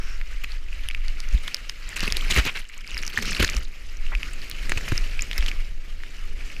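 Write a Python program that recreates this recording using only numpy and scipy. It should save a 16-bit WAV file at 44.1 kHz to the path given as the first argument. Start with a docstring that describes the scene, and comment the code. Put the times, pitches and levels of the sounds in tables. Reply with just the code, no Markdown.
"""A surfer rides through breaking whitewater, heard from a waterproof camera housing.
At first wind rumbles and foam seethes, while drops pop on the case, which rings near 2.3 kHz.
Near 2 s the wave washes over it and sheets of water slap it in the loudest rush of the ride.
From 2.6 to 3.7 s it dips again, deeper; air pockets gulp and the board starts to plane.
Then more drops, slaps and thumps strike the case, thinning out after 5.5 s to foam and wind."""
import sys
import numpy as np
from scipy import signal
from scipy.fft import rfft, irfft
from scipy.io import wavfile
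from scipy.ndimage import uniform_filter1d

SR = 44100
rng = np.random.default_rng(int(sys.argv[2]) if len(sys.argv) > 2 else 0)


def store_pcm(level_fs):
    """Save levels as 16-bit WAV."""
    pcm = np.round(np.clip(level_fs, -1, 1) * 32767).astype(np.int16)
    wavfile.write(sys.argv[1], SR, np.atleast_2d(pcm).T)


N = 291060
TIME = np.arange(N) / SR
BAND_LIMIT_HZ = 15550


def amp(db):
    """Amplitude ratio: a factor of ten for every 20 dB."""
    return 10 ** (np.asarray(db) / 20)


def unit(x):
    """Normalisation to an rms of 1."""
    return x / np.sqrt(np.mean(x ** 2) + 1e-20)


def spectrum(points, hz):
    """Spectral envelope in dB, interpolated over log frequency."""
    point_hz, db = np.transpose(points)
    return np.interp(np.log(hz + 1), np.log(point_hz), db)


def colour(x, points):
    """Minimum-phase filtering with the given spectral envelope, scaled to unit energy."""
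    log_gain = np.log(amp(spectrum(points, abs(np.fft.fftfreq(4096, 1 / SR)))))
    response = np.exp(np.conj(signal.hilbert(log_gain)))
    taps = np.fft.ifft(response).real[:2048]
    return signal.oaconvolve(x, taps / np.linalg.norm(taps))[:N]


def add(mix, start_s, sound):
    """Superposition: a sound joins the mix at start_s."""
    part = mix[max(round(start_s * SR), 0):][:len(sound)]
    part += sound[:len(part)]


def wander(cutoff_hz):
    """Random modulation: low-passed noise of rms 1."""
    hz = np.fft.rfftfreq(N, 1 / SR)
    return unit(irfft(rfft(rng.standard_normal(N)) / (1 + (hz / cutoff_hz) ** 4), N))


def bubble(hz, swell_s):
    """Bubble resonance: trapped air acts as a spring; its swing swells, then dies away."""
    t = np.arange(SR // 60) / SR
    envelope = (t / swell_s * np.exp(1 - t / swell_s)) ** 2
    return envelope * np.sin(2 * np.pi * hz * t)


def impacts(per_s, spread_db):
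    """Shot noise: independent impulses of either sign, many small and a few large."""
    pulses = np.zeros(N)
    at = np.flatnonzero(rng.random(N) < per_s / SR)
    size = np.minimum(rng.standard_exponential(N)[at], 4.5)
    pulses[at] = amp(spread_db * size) * np.sign(rng.random(N)[at] - .5)
    return pulses


def seethe(per_s, spread_db, swell_cycles, sizes=18):
    """Incoherent summation: tiny bubbles of many sizes add up to an even spectrum."""
    pulses = impacts(per_s, spread_db)
    size_class = rng.integers(0, sizes, N)
    cloud = np.zeros(N)
    for k, hz in enumerate(np.geomspace(900, 14500, sizes)):
        ring = bubble(hz, swell_cycles / hz)
        ring = ring / np.linalg.norm(ring) * np.sqrt(hz)
        cloud += signal.oaconvolve(pulses * (size_class == k), ring)[:N]
    return unit(cloud)


# Spectrum of the eddies: frequency_hz, gain_db
EDDY_SPECTRUM = [(6, -22.5), (14, -1), (20, -2), (30, -10), (50, -22), (80, -27.5), (130, -50), (300, -76)]
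# Airflow over the housing, weaker while the wave shelters it: time_s, level_db
WIND_LEVELS = [(0, -22), (.3, -22), (1.38, -20.5), (1.51, -37), (1.88, -31.5), (2.12, -20), (2.41, -25),
               (2.55, -32.5), (2.88, -34), (2.95, -28), (3.3, -28), (3.6, -27), (5.45, -22), (5.75, -25),
               (6.6, -25)]


def wind(gain_db=-1, evenness=0.37, cutoff_hz=75, gust_db=2.5, gust_hz=6):
    """Vortex shedding: eddies leave the housing in quick gusts, a very low rumble."""
    hz = np.fft.rfftfreq(N, 1 / SR)
    response = amp(spectrum(EDDY_SPECTRUM, hz)) / (1 + (hz / cutoff_hz) ** 4)
    eddies = unit(irfft(rfft(rng.standard_normal(N)) * response, N))
    envelope = uniform_filter1d(abs(signal.hilbert(eddies)), size=2600)
    flow_db = np.interp(TIME, *np.transpose(WIND_LEVELS))
    return unit(eddies / envelope ** evenness) * amp(flow_db + gain_db + gust_db * wander(gust_hz))


# Strength of the whitewater: time_s, level_db
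RUSH_LEVELS = [(0, -45), (.25, -48.5), (.9, -46.5), (1.48, -41.5), (1.75, -47), (1.91, -43), (2.07, -31.5),
               (2.2, -36.5), (2.37, -29.5), (2.65, -53), (2.82, -47.5), (3.0, -37.5), (3.12, -42),
               (3.28, -34.5), (3.57, -37.5), (3.7, -49.5), (3.98, -50.5), (4.25, -43.5), (4.55, -43.5),
               (4.85, -37.5), (5.1, -42.5), (5.48, -40.5), (5.7, -50), (6.6, -45)]


def rush_db():
    """Common modulation: churn, foam, spray and spatter all follow this one level."""
    return np.interp(TIME, *np.transpose(RUSH_LEVELS))


def planing(start_s=3.03, ramp_s=0.17):
    """Hydrodynamic lift: 0 while the board is slow, 1 once it planes and throws more water."""
    return np.clip((TIME - start_s) / ramp_s, 0, 1)


# Dips into the wave: start_s, end_s, immersion_fraction
WAVE_DIPS = [(1.866, 2.158, 0.51), (2.576, 3.677, 0.637)]


def immersion(awash=0.2, ramp_s=0.15):
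    """Immersion from 0 (air) to 1 (water): the housing is always awash, and deeper in each dip."""
    depth = np.full(N, awash)
    for start_s, end_s, fraction in WAVE_DIPS:
        inside_s = np.minimum(TIME - start_s, end_s - TIME)
        depth += (fraction - awash) * np.clip(.5 + inside_s / ramp_s, 0, 1)
    return depth


# Spectrum of water pressing on the housing: frequency_hz, gain_db
CHURN_SPECTRUM = [(50, -7.5), (100, 3), (150, 0), (220, -3), (380, -6), (600, -12), (900, -20), (1600, -58)]


def churn(gain_db=-11, planing_db=4.5, lumpy_db=2.0):
    """Turbulent pressure fluctuation: water pushes on the housing in dull lumps."""
    pressure = rng.standard_normal(N) * amp(lumpy_db * wander(84))
    return unit(colour(pressure, CHURN_SPECTRUM)) * amp(rush_db() + gain_db + planing_db * planing())


# Low thumps on the case; the one at 1.35 s has a higher, overloaded edge: centre_s, peak_db, pitch_hz
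CASE_THUMPS = [(1.351, -6.5, 42), (1.35, -24.5, 149), (2.387, -10, 62), (2.404, -14.5, 40),
               (2.949, -22.5, 35.7), (3.41, -13.5, 60), (3.44, -17, 50), (3.579, -14, 42.5),
               (4.167, -15, 34), (4.772, -21.5, 75), (4.926, -12, 101), (5.016, -16, 26.5),
               (5.402, -15.5, 45)]


def thumps(width_cycles=0.42):
    """Pressure transient: one short, low swing under a Gaussian envelope is heard as a thump."""
    pressure = np.zeros(N)
    t = np.arange(-SR // 10, SR // 10) / SR
    for centre_s, peak_db, hz in CASE_THUMPS:
        envelope = amp(peak_db) * np.exp(-.5 * (t * hz / width_cycles) ** 2)
        add(pressure, centre_s + t[0], -envelope * np.cos(2 * np.pi * hz * t))
    return pressure


# Gulping pockets of air: start_s, end_s, level_db, start_hz, middle_hz, end_hz
AIR_POCKETS = [(3.175, 3.255, -41, 206, 225, 49), (3.255, 3.36, -44.5, 177, 205, 100),
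               (3.2, 3.255, -47, 383, 410, 500)]


def gulps(roughness=0.21):
    """Cavity resonance: a large air pocket hums at a pitch that bends as its neck opens and closes."""
    hums = np.zeros(N)
    for start_s, end_s, level_db, *bend_hz in AIR_POCKETS:
        progress = np.linspace(0, 1, round((end_s - start_s) * SR))
        hz = np.polyval(np.polyfit([0, .4, 1], bend_hz, 2), progress)
        tone = np.sin(2 * np.pi * np.cumsum(hz) / SR)
        add(hums, start_s, amp(level_db) * unit(np.sin(np.pi * progress) * tone))
    return hums * (1 + roughness * wander(82))


# Bands of hiss from jets and slaps: start_s, end_s, level_db, centre_hz, width_hz
HISS_BANDS = [(-.05, 0.194, -52.5, 5560, 900), (-.05, 0.2, -49.5, 1500, 540),
              (2.369, 2.409, -22.5, 2140, 1990), (2.455, 2.506, -26.5, 2420, 1630),
              (2.546, 2.587, -32, 2290, 1590), (3.245, 3.343, -36, 5370, 1700),
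              (3.25, 3.32, -37, 2880, 600), (3.393, 3.42, -24, 2680, 2200), (4.114, 4.146, -38, 1100, 800),
              (4.118, 4.149, -37.5, 2030, 810)]


def hiss_bands(taper=0.46):
    """Band-limited noise: narrow bands are sizzling jets, broad ones dull slaps of water on the case."""
    hiss = np.zeros(N)
    for start_s, end_s, level_db, centre_hz, width_hz in HISS_BANDS:
        size = round((end_s - max(start_s, 0)) * SR)
        detuning = (np.fft.rfftfreq(size, 1 / SR) - centre_hz) / (width_hz / 2)
        band = irfft(rfft(rng.standard_normal(size)) / (1 + detuning ** 2), size)
        fade = signal.windows.tukey(round((end_s - start_s) * SR), taper)[-size:]
        add(hiss, start_s, amp(level_db) * unit(band) * fade)
    return hiss


def foam_clumps(hiss, spread_db=1.5):
    """Band-wise modulation: clumps of foam come and go, so each pitch region swells on its own."""
    bands = signal.stft(hiss, nperseg=512)[2]
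    clumps = uniform_filter1d(rng.standard_normal(bands.shape), size=5, axis=0)  # across frequency
    clumps = uniform_filter1d(clumps, size=7, axis=1)  # across time
    return signal.istft(bands * amp(spread_db * unit(clumps)), nperseg=512)[1][:N]


# Spectra of the foam and of the brighter spray: frequency_hz, gain_db
FOAM_SPECTRUM = [(350, -11.5), (600, -9), (770, -14.5), (946, -14.5), (1120, -9.5), (1210, -5), (1560, -4),
                 (1680, -2), (2230, 2), (2950, -0.5), (3400, -9), (4040, -8.5), (4500, -10), (5590, -20.5),
                 (8000, -36), (10400, -37), (17600, -120)]
SPRAY_SPECTRUM = [(2800, -10), (3800, -7.5), (5000, -0.5), (5900, -4), (6800, -4.5), (8500, -12),
                  (11000, -14.5), (13000, -14.5), (15200, -22), (15800, -31)]


def whitewater(spray_db=-9.0, planing_db=1.5, immersed_db=-0.5, surge_db=1.5):
    """Bubble noise: in air countless far bubbles merge to a hiss; under water near ones stand apart."""
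    depth = immersion()
    far, near = np.sqrt(1 - depth), np.sqrt(depth)  # equal-power crossfade
    flutter_db = (0.8 + 2 * depth) * wander(41)
    foam = far * rng.standard_normal(N) + near * seethe(per_s=1500, spread_db=4.0, swell_cycles=1.8)
    spray = far * rng.standard_normal(N) + near * seethe(per_s=1400, spread_db=4.6, swell_cycles=1.8)
    spray_gain = amp(spray_db + planing_db * planing() + immersed_db * depth)
    hiss = unit(colour(foam, FOAM_SPECTRUM)) + spray_gain * unit(colour(spray, SPRAY_SPECTRUM))
    return foam_clumps(hiss) * amp(rush_db() + flutter_db + surge_db * wander(6))


# Spectrum of fine droplets and mist: frequency_hz, gain_db
MIST_SPECTRUM = [(600, -43), (1400, -19), (2500, -2), (5000, 4), (8000, -5), (11000, -8), (15000, -12),
                 (16500, -18)]


def spatter(tick_db=-20, pop_db=-15):
    """Impact noise: droplets tick and pop on the case, louder as it dips into the spray."""
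    ticks = unit(colour(impacts(per_s=140, spread_db=7.5), MIST_SPECTRUM))
    pops = unit(colour(seethe(per_s=130, spread_db=2.1, swell_cycles=1.3), MIST_SPECTRUM))
    wetness = np.clip(2 * immersion(), .25, 1)
    return wetness * amp(rush_db()) * (amp(tick_db) * ticks + amp(pop_db) * pops)


# Response of the case to a splash: frequency_hz, gain_db
CASE_SPECTRUM = [(200, -4), (800, -10.5), (1300, -2.5), (1900, 2), (2600, 5), (3200, -4), (4000, 0.5),
                 (5200, -5.5), (6800, -7), (8500, -14), (11500, -17.5), (15000, -18), (16500, -66)]
# Sheets of water hitting the case: start_s, length_s, splash_db, churn_db
WATER_SHEETS = [(0.436, 0.0069, -33, -53), (1.325, 0.025, -41.5, -51), (1.476, 0.0037, -28.5, -63),
                (1.692, 0.0034, -33, -55), (1.959, 0.016, -29, -63), (2.027, 0.0099, -28.5, -30.5),
                (2.071, 0.013, -39, -34), (2.163, 0.016, -34.5, -35), (2.299, 0.024, -23, -36.5),
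                (2.334, 0.028, -27, -51), (2.36, 0.033, -24, -25.5), (2.45, 0.028, -29.5, -36.5),
                (2.552, 0.055, -38.5, -52), (3.173, 0.014, -31.5, -34.5), (3.222, 0.006, -27, -30),
                (3.393, 0.014, -25.5, -22.5), (3.421, 0.025, -24.5, -29.5), (3.54, 0.012, -37.5, -36),
                (4.694, 0.0021, -22, -27.5), (4.717, 0.0022, -30, -26), (4.772, .01, -30, -37),
                (4.881, 0.0072, -31.5, -39), (4.916, 0.0089, -33, -27.5), (5.38, 0.0023, -22.5, -35),
                (5.479, 0.013, -32, -49)]


def slaps(rise_s=0.0011, fall_s=0.0046, ragged_db=2.5, hiss_db=-3):
    """Air entrainment: a sheet of water lands at once, tears into bubbles and drains off."""
    splash_envelope, push_envelope = np.zeros(N), np.zeros(N)
    t = np.arange(SR // 5) / SR
    for start_s, length_s, splash_db, churn_db in WATER_SHEETS:
        shape = (1 - np.exp(-t / rise_s)) * np.exp(-np.maximum(t - length_s, 0) / fall_s)
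        add(splash_envelope, start_s, amp(splash_db) * shape)
        add(push_envelope, start_s, amp(churn_db) * shape)
    ragged = unit(amp(ragged_db * wander(190)))
    bubbles = seethe(per_s=5000, spread_db=4.9, swell_cycles=1.88)
    tearing = unit(bubbles + amp(hiss_db) * rng.standard_normal(N))
    splash = colour(tearing * splash_envelope * ragged, CASE_SPECTRUM)
    push = colour(rng.standard_normal(N) * push_envelope * ragged, CHURN_SPECTRUM)
    return splash + push


# Resonances of the housing: pitch_hz, level_db, t60_s
HOUSING_MODES = [(1836, -21.5, 0.0052), (2290, -39, 0.058), (2760, -56, 0.02), (3820, -28.5, 0.021)]


def housing_ring(excitation, gain_db=-12):
    """Modal resonance: the struck case rings on briefly as a sum of damped sinusoids."""
    t = np.arange(SR // 20) / SR
    ring = sum(amp(db - 60 * t / t60_s) * np.sin(2 * np.pi * hz * t) for hz, db, t60_s in HOUSING_MODES)
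    return amp(gain_db) * signal.oaconvolve(excitation, ring)[:N]


def stray_drops(immersed_per_s=52, base_db=-29, spread_db=2.2, low_hz=2200, high_hz=8000, count=400):
    """Random arrivals: rows of lesser drops, harder in a loud rush and more frequent with depth."""
    when, chance, pitch = rng.random((count, 3)).T
    at = (when * N).astype(int)
    excess_db = rush_db()[at] + 44  # above a middling rush
    level_db = base_db + 0.49 * excess_db + spread_db * rng.standard_normal(count)
    pitch_hz = low_hz * (high_hz / low_hz) ** pitch
    swell_cycles = np.full(count, 2.0)
    per_s = immersed_per_s * immersion()[at] ** 1.9
    candidates = np.column_stack([at / SR, level_db, pitch_hz, swell_cycles])
    return list(candidates[chance < per_s * N / SR / count])


# The loudest drops bursting on the housing: start_s, level_db, pitch_hz, swell_cycles
LOUD_DROPS = [(0.2136, -23.5, 2150, 0.88), (0.4443, -19, 2540, 1.2), (0.8869, -15.5, 2860, 1.5),
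              (0.887, -21.5, 10500, 2.7), (0.9016, -24, 2300, 2), (0.911, -20.5, 2560, 1.2),
              (0.948, -16.5, 2500, 1.3), (1.0823, -20, 4540, 1), (1.2031, -17.5, 5000, 0.71),
              (1.4789, -15.5, 3200, 1.2), (1.481, -25, 1780, 1.1), (1.545, -6.5, 5080, 1.33),
              (1.5679, -23, 4570, 1.2), (1.6955, -16.5, 5000, 1.5), (1.6966, -16.5, 2780, 0.95),
              (1.891, -22, 7800, 1.3), (2.0059, -10, 4470, 0.6), (2.077, -16, 2600, 3.5),
              (2.1234, -5.5, 5000, 0.94), (2.1687, -9.5, 4000, 1.05), (2.17, -19.5, 11100, 3.1),
              (2.21, -19, 3100, 1.6), (2.31, -11, 3880, 1.5), (2.7788, -28, 6800, 1.4),
              (2.876, -25.5, 4910, 2.1), (2.945, -24, 5360, 2.8), (2.9691, -18.5, 2030, 0.79),
              (2.978, -18, 4930, 3.3), (3.034, -20, 2420, 0.68), (3.0655, -18.5, 5860, 2),
              (3.0783, -13.5, 5450, 1.1), (3.1745, -9.5, 1850, 2), (3.1884, -17, 1750, 0.51),
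              (3.2257, -18.5, 5400, 1.8), (3.3484, -16.5, 4020, 1.8), (3.4783, -13.5, 3480, 0.79),
              (3.4905, -17, 2400, 1.1), (3.4992, -14, 6350, 0.92), (3.5412, -20.5, 2030, 0.6),
              (3.5671, -14.5, 5630, 1.1), (4.1509, -15.5, 2500, 1.8), (4.231, -15, 2540, 1.15),
              (4.4988, -15.5, 11500, 0.54), (4.5133, -17, 4300, 0.8), (4.694, -23, 1940, 1.5),
              (4.7199, -6.5, 1890, 0.57), (4.7744, -20, 2190, 0.59), (4.8803, -17.5, 1950, 0.51),
              (4.92, -16.5, 1610, 0.62), (4.978, -11, 5300, 2.1), (5.1927, -15.5, 2450, 2.2),
              (5.2092, -21.5, 5240, 3.3), (5.2217, -13.5, 7020, 2.9), (5.3132, -15, 2740, 0.96),
              (5.3312, -18, 3250, 0.81), (5.3793, -16.5, 5320, 3), (5.3801, -19, 12500, 1.8),
              (5.4257, -17.5, 2260, 0.51), (5.4628, -13, 3220, 0.65), (5.484, -17, 2960, 2.3),
              (5.5149, -19, 2390, 1.5), (6.0354, -24.5, 1910, 0.76)]


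def drops(linger_db=-17, small_ratio=1.93, small_db=-11.5, small_cycles=1.05,
          knock_hz=2300, knock_db=-13, knock_s=0.00055, mist_db=-24, mist_s=0.00073):
    """Impact and bubble resonance: each drop knocks on the case, traps two bubbles and bursts to mist."""
    pops, mist_envelope = np.zeros(N), np.zeros(N)
    t = np.arange(SR // 20) / SR
    puff = t / mist_s * np.exp(1 - t / mist_s)
    for start_s, level_db, hz, swell_cycles in LOUD_DROPS + stray_drops():
        large = bubble(hz, swell_cycles / hz)
        tail = bubble(hz, 3 * swell_cycles / hz)  # at a small swing the bubble loses less and lingers
        small_hz = min(hz * small_ratio, BAND_LIMIT_HZ)
        small = bubble(small_hz, small_cycles / small_hz)
        knock = bubble(knock_hz, knock_s)
        add(pops, start_s, amp(level_db) * (large + amp(linger_db) * tail + amp(knock_db) * knock))
        add(pops, start_s + knock_s, amp(level_db + small_db) * small)
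        add(mist_envelope, start_s, amp(level_db + mist_db) * puff)
    direct = pops + colour(mist_envelope * rng.standard_normal(N), MIST_SPECTRUM)
    return direct + housing_ring(direct)


def scene():
    """Superposition: the pressures of water and wind add at one microphone."""
    water = whitewater() + spatter() + churn() + slaps() + drops() + hiss_bands() + gulps()
    return (water + wind() + thumps())[None]


def record(dry, ceiling=0.42):
    """Soft saturation rounds off the loudest peaks; a low-pass filter then limits the band."""
    limited = dry / (1 + (dry / ceiling) ** 6) ** (1 / 6)
    low_pass = signal.firwin(301, BAND_LIMIT_HZ, window=("kaiser", 9), fs=SR)
    return signal.oaconvolve(limited, low_pass[None], "same")


dry = scene()
out = record(dry)
store_pcm(out)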